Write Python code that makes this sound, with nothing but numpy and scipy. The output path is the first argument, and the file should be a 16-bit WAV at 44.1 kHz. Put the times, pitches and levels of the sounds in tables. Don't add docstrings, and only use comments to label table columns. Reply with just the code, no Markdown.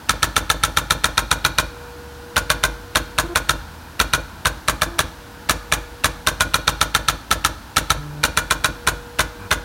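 import sys
import numpy as np
from scipy import signal
from scipy.fft import rfft, irfft
from scipy.io import wavfile
from scipy.ndimage import uniform_filter1d

SR = 44100
rng = np.random.default_rng(int(sys.argv[2]) if len(sys.argv) > 2 else 0)


def dump(signal):
    limited = np.clip(np.atleast_2d(signal).T, -1, 1)
    pcm = np.round(limited * 32767).astype(np.int16)
    wavfile.write(sys.argv[1], SR, pcm)


N = 425124

# f/Hz, level/dB
SHOP_TONE = [(25, -28), (45, -0.5), (75, 2), (160, -7.5), (300, -4.5), (400, -14), (720, -12.5), (900, -7),
             (1200, -14.5), (1470, -9.5), (2100, -20.5), (4200, -21), (7800, -29), (12000, -29.5),
             (16000, -32)]
# f/Hz, level/dB
VALVE_TONE = [(150, -6.5), (700, -6), (950, 0.5), (1200, -36), (1450, -5), (2200, -1), (2750, 2.5),
              (3500, -10.5), (5000, -15), (8000, -18), (12000, -19), (16000, -31)]
# f/Hz, level/dB, time to fade by 60 dB/s
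PART_NOTES = [(446, -21, 0.041), (618, -15.5, 0.1), (840, -14.5, 0.069), (946, -24, 0.19),
              (1054, -11, 0.061), (1133, -7, 0.038), (1312, 2.5, 0.027), (1438, -8.5, 0.066),
              (1446, -16.5, 0.2), (1524.6, -7, 0.048), (1583, -14, 0.11), (1689, -4.5, 0.036),
              (1944, -16.5, 0.023), (2023, -13, 0.04), (2410, -12.5, 0.057), (3398, -10.5, 0.036),
              (3620, -5.5, 0.023), (3918, -9.5, 0.02), (4020, -9.5, 0.021), (4272, -5.5, 0.011),
              (6006, -2.5, 0.0095), (6193, -12, 0.023)]
# f/Hz, level/dB
CRACK_TONE = [(150, -4), (800, -2), (2800, -4), (3800, 8.5), (5000, -2), (6000, 4), (7400, -2.5),
              (9300, 2.5), (10400, -6), (11500, -3.5), (16000, -13.5)]
# t/s, flight/ms
BOUNCE_FLIGHTS = [(0.09, 2.23), (0.5, 2.26), (1.5, 2.07), (2.4, 1.96), (2.65, 1.97), (3.15, 1.81),
                  (3.5, 2.19), (4.15, 2.07), (4.75, 1.7), (5.0, 1.8), (5.5, 1.74), (6.05, 1.76),
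                  (6.45, 2.06), (7.0, 2.27), (7.45, 2.27), (7.9, 2.28), (8.25, 2.06), (9.5, 1.96)]
# t/s after the hit, level/dB
SETTLING_TAPS = [(0.0114, -16), (0.0277, -27)]
# f/Hz, level/dB
EXHAUST_TONE = [(100, 5), (600, 2.5), (1100, 6.5), (1500, 9), (2100, 1.5), (3600, 1.5), (5000, -4),
                (7000, 1), (8000, -8), (9500, 1.5), (10500, -10), (12000, -5.5), (16000, -13)]
# t/s of the first hit, number of dots, hardness/dB
DOT_RUNS = [(0.0939, 12, .5), (2.366, 1, -1.8), (2.502, 2, 1.5), (2.9566, 1, -0.2), (3.1855, 1, -1.5),
            (3.358, 2, -0.5), (3.9998, 2, -0.3), (4.4559, 1, -3), (4.6836, 2, -1), (4.9908, 1, 1.2),
            (5.4953, 1, 1.5), (5.7233, 1, 0), (6.0437, 1, 2), (6.2713, 7, 1.15), (7.3125, 2, -0.3),
            (7.7679, 2, 0.8), (8.2379, 4, 0.2), (8.8732, 1, -1.3), (9.193, 1, -2.5), (9.5131, 1, -2)]
# f/Hz, level/dB, time to fade by 60 dB/s
FRAME_NOTES = [(48.9, -5.5, 0.34), (82.6, 5.5, 0.078), (112, -27, 0.018), (139.9, 1, 0.13),
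               (235, -10, 0.12), (291, -9, 0.1), (322, -11.5, 0.11), (555, 4.5, 0.025),
               (615.7, -13.5, 0.024), (854, -6, 0.067), (990, -6.5, 0.035), (1456, -18, 0.036)]
# t/s after the hit, level/dB, f/Hz above which the push weakens
MOTOR_STEPS = [(.044, -26.5, 1300), (0.0504, -26, 590), (0.062, -24, 300), (0.081, -31, 248)]
# f/Hz, level/dB
ECHO_TONE = [(60, 5.5), (300, -13.5), (720, -3.5), (950, -7), (1330, -7), (1560, -1.5), (1900, -7),
             (2450, -4), (2800, -6), (3700, -6), (4400, -3), (5900, -6.5), (10000, -13.5), (16000, -14.5)]
# t/s, level/dB
WHINE_LEVELS = [(1.62, -73), (1.72, -40.5), (2.25, -40), (3.2, -43), (3.5, -53), (4.9, -61), (5.15, -49),
                (6.15, -42.5), (6.9, -57), (7.5, -66), (9, -41), (9.64, -42.5)]
# multiple of its pitch, level/dB
WHINE_TONES = [(1, -1), (2, -23), (3, -13), (8, -39), (9, -40), (10, -41)]
# start t/s, end t/s, step rate f/Hz, drone level/dB, rasp level/dB
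LONG_MOVES = [(1.741, 1.932, 72.8, -44, -44.5), (1.928, 2.262, 72, -43, -74), (3.225, 3.28, 340, -31, -46),
              (3.285, 3.347, 346, -29.5, -59), (3.59, 3.94, 80.9, -42, -49), (4.227, 4.435, 81.4, -44, -47),
              (4.864, 5, 340, -37.5, -56), (7.95, 8.24, 147.8, -32.5, -48), (9.384, 9.49, 99, -39.5, -40.5)]
# f/Hz, level/dB
SCREW_TONE = [(300, -6), (700, -5), (950, 7), (1200, -1), (1520, 8), (2050, -25), (2420, 1), (2750, -25),
              (4200, -25), (12000, -25)]


def undb(db):
    return 10 ** (np.asarray(db) / 20)


def unit(x, size):
    return x / np.sqrt(np.mean(x[:size] ** 2))


def add(out, x, s):
    i = max(int(round(s * SR)), 0)
    out[i:i + len(x)] += x[:max(len(out) - i, 0)]


def fade(t, t60):
    return np.exp(-np.log(1000) * t / t60)


def colour(x, points):
    size = 4096
    hz, db = np.transpose(points)
    grid_hz = np.arange(size // 2 + 1) * SR / size
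    log_gain = np.log(undb(np.interp(np.log(grid_hz + 1), np.log(hz), db)))
    cepstrum = irfft(log_gain)
    cepstrum[1:size // 2] *= 2
    cepstrum[size // 2 + 1:] = 0
    response = irfft(np.exp(rfft(cepstrum)))
    return signal.fftconvolve(x, response / np.linalg.norm(response))[:len(x)]


def wander(rate_hz):
    k = int(SR / rate_hz)
    jumps = np.repeat(rng.standard_normal(N // k + 1), k)
    drift = uniform_filter1d(uniform_filter1d(jumps, k), k)[:N]
    return drift / drift.std()


def ring(t, notes, scatter_db, detune):
    hz, db, t60 = np.transpose(notes)[:, :, None]
    level_luck, pitch_luck = rng.standard_normal((2, len(notes), 1))
    loudness = undb(db + scatter_db * level_luck) * fade(t, t60)
    return loudness * np.sin(2 * np.pi * hz * (1 + detune * pitch_luck) * t)


def workshop():
    return undb(-39 + 0.14 * wander(rate_hz=3.07)) * colour(rng.standard_normal(N), SHOP_TONE)


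def valve(t):
    return unit(colour(rng.standard_normal(len(t)) * fade(t, 0.066), VALVE_TONE), size=240)


def strike(t, grain, flight_ms, clink_db, crack_db, ring_db):
    notes = ring(t, PART_NOTES, scatter_db=1.5, detune=0.0052)
    notes[1::2] *= -1
    is_low = np.array(PART_NOTES)[:, 0] < 3000
    low_notes, high_notes = notes[is_low].sum(0), notes[~is_low].sum(0)
    noise = grain + 0.27 * rng.standard_normal(len(t))
    snap_and_tail = fade(t, 0.0019) + undb(-17) * fade(t, 0.039)
    crack = colour(noise * snap_and_tail, CRACK_TONE)
    crack = unit(bounce(crack, flight_ms, share=0.99), size=350)
    clink = unit(bounce(high_notes, flight_ms, share=0.42), size=350)
    body = bounce(low_notes, flight_ms, share=0.67)
    for lag, db in SETTLING_TAPS:
        add(body, undb(db) * low_notes, lag + 0.00021 * rng.standard_normal())
    body = unit(body, size=530)
    return undb(-16.5 + clink_db) * clink + undb(-15.5 + crack_db) * crack + undb(-13 + ring_db) * body


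def bounce(x, flight_ms, share):
    out, strength = x.copy(), share * flight_ms / 2.32
    add(out, strength * x, flight_ms / 1000)
    add(out, .5 * strength ** 2 * x, 2 * flight_ms / 1000)
    return out


def exhaust(t, rise_s, t60):
    swell = (1 - np.exp(-(t / rise_s) ** 2)) * fade(t, t60)
    return unit(colour(rng.standard_normal(len(t)) * swell, EXHAUST_TONE), size=570)


def dots():
    period_s, refill_s = 0.13553, 0.1
    hits = [(start + k * period_s, db) for start, count, db in DOT_RUNS for k in range(round(count))]
    times, hard_db = np.transpose(hits)
    pause = np.maximum(np.diff(times, prepend=times[0]) - period_s, 0)
    return list(zip(times, hard_db, 1 - np.exp(-pause / refill_s)))


def punching():
    out, t = np.zeros(N), np.arange(SR // 5) / SR
    usual_flight_ms, valve_lead_s, exhaust_lag_s = 2.08, 0.0058, 0.0098
    grain = rng.standard_normal(len(t))
    for s, hard_db, refill in dots():
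        flight_ms = np.interp(s, *np.transpose(BOUNCE_FLIGHTS))
        longer_ms = flight_ms - usual_flight_ms
        air_db = 0.1 * rng.standard_normal()
        add(out, undb(-25 + 5 * refill + air_db) * valve(t), s - valve_lead_s)
        hit = strike(t, grain, flight_ms,
                     clink_db=hard_db + 6.5 * longer_ms, crack_db=hard_db, ring_db=3 * longer_ms)
        add(out, hit, s)
        puff = exhaust(t, rise_s=0.0016, t60=0.068)
        add(out, undb(-19 + 3.5 * refill + air_db) * puff, s + exhaust_lag_s)
    return out


def carriage():
    out, t = np.zeros(N), np.arange(SR // 3) / SR
    hz = np.array(FRAME_NOTES)[:, :1]
    kick_hz, step_hz = 230, 130
    direction = (-1) ** np.arange(len(hz))[:, None]
    for s, _, _ in dots():
        notes = ring(t, FRAME_NOTES, scatter_db=1.5, detune=0.0082)
        kick = (direction * notes / (1 + (hz / kick_hz) ** 2)).sum(0)
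        add(out, undb(-22) * kick, s + 0.00049)
        for lag, db, reach_hz in MOTOR_STEPS:
            push = 1 / (1 + (step_hz / hz) ** 2) / np.hypot(1, hz / reach_hz)
            knock = push[:, 0] @ notes
            add(out, undb(db + rng.standard_normal()) * knock, s + lag)
    return out


def echo(x, t60_low, t60_high):
    t = np.arange(SR) / SR
    noise = rng.standard_normal(SR)
    low = signal.sosfilt(signal.butter(2, 3000, fs=SR, output="sos"), noise)
    dying = low * fade(t, t60_low) + (noise - low) * fade(t, t60_high)
    build_up = 1 - np.exp(-t / 0.015)
    tail = colour(dying * build_up, ECHO_TONE)
    return signal.fftconvolve(x, tail / np.linalg.norm(tail))[:N]


def motors():
    t = np.arange(N) / SR
    whine_hz, ramp_s = 479.8, 0.015
    phase = 2 * np.pi * np.cumsum(whine_hz * (1 + 0.00097 * wander(rate_hz=6))) / SR
    whine = sum(np.sqrt(2) * undb(db) * np.sin(round(k) * phase) for k, db in WHINE_TONES)
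    whine_db = np.interp(t, *np.transpose(WHINE_LEVELS)) + wander(rate_hz=9)
    out = undb(whine_db) * whine
    for start, end, hz, drone_db, rasp_db in LONG_MOVES:
        age = np.arange(int((end - start) * SR)) / SR
        on_off = np.clip(np.minimum(age, age[-1] - age) / ramp_s, 0, 1)
        tones = [undb(-11 * np.log2(k)) * np.sin(2 * np.pi * k * hz * age) for k in range(1, 5)]
        drone = np.sqrt(2) * sum(tones)
        rasp = colour(rng.standard_normal(len(age)), SCREW_TONE)
        add(out, on_off * (undb(drone_db) * drone + undb(rasp_db) * rasp), start)
    return out


def scene():
    machine = punching() + carriage()
    room = undb(-20.5) * echo(machine, t60_low=0.54, t60_high=0.44)
    return (machine + room + motors() + workshop())[None]


def record(dry):
    ceiling, low_cut_hz, high_cut_hz = 1.2, 30.5, 15900
    rounded = ceiling * np.tanh(dry / ceiling)
    thinned = signal.sosfilt(signal.butter(4, low_cut_hz, "high", fs=SR, output="sos"), rounded)
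    return signal.sosfilt(signal.ellip(10, .2, 70, high_cut_hz, fs=SR, output="sos"), thinned)


dry = scene()
out = record(dry)
dump(out)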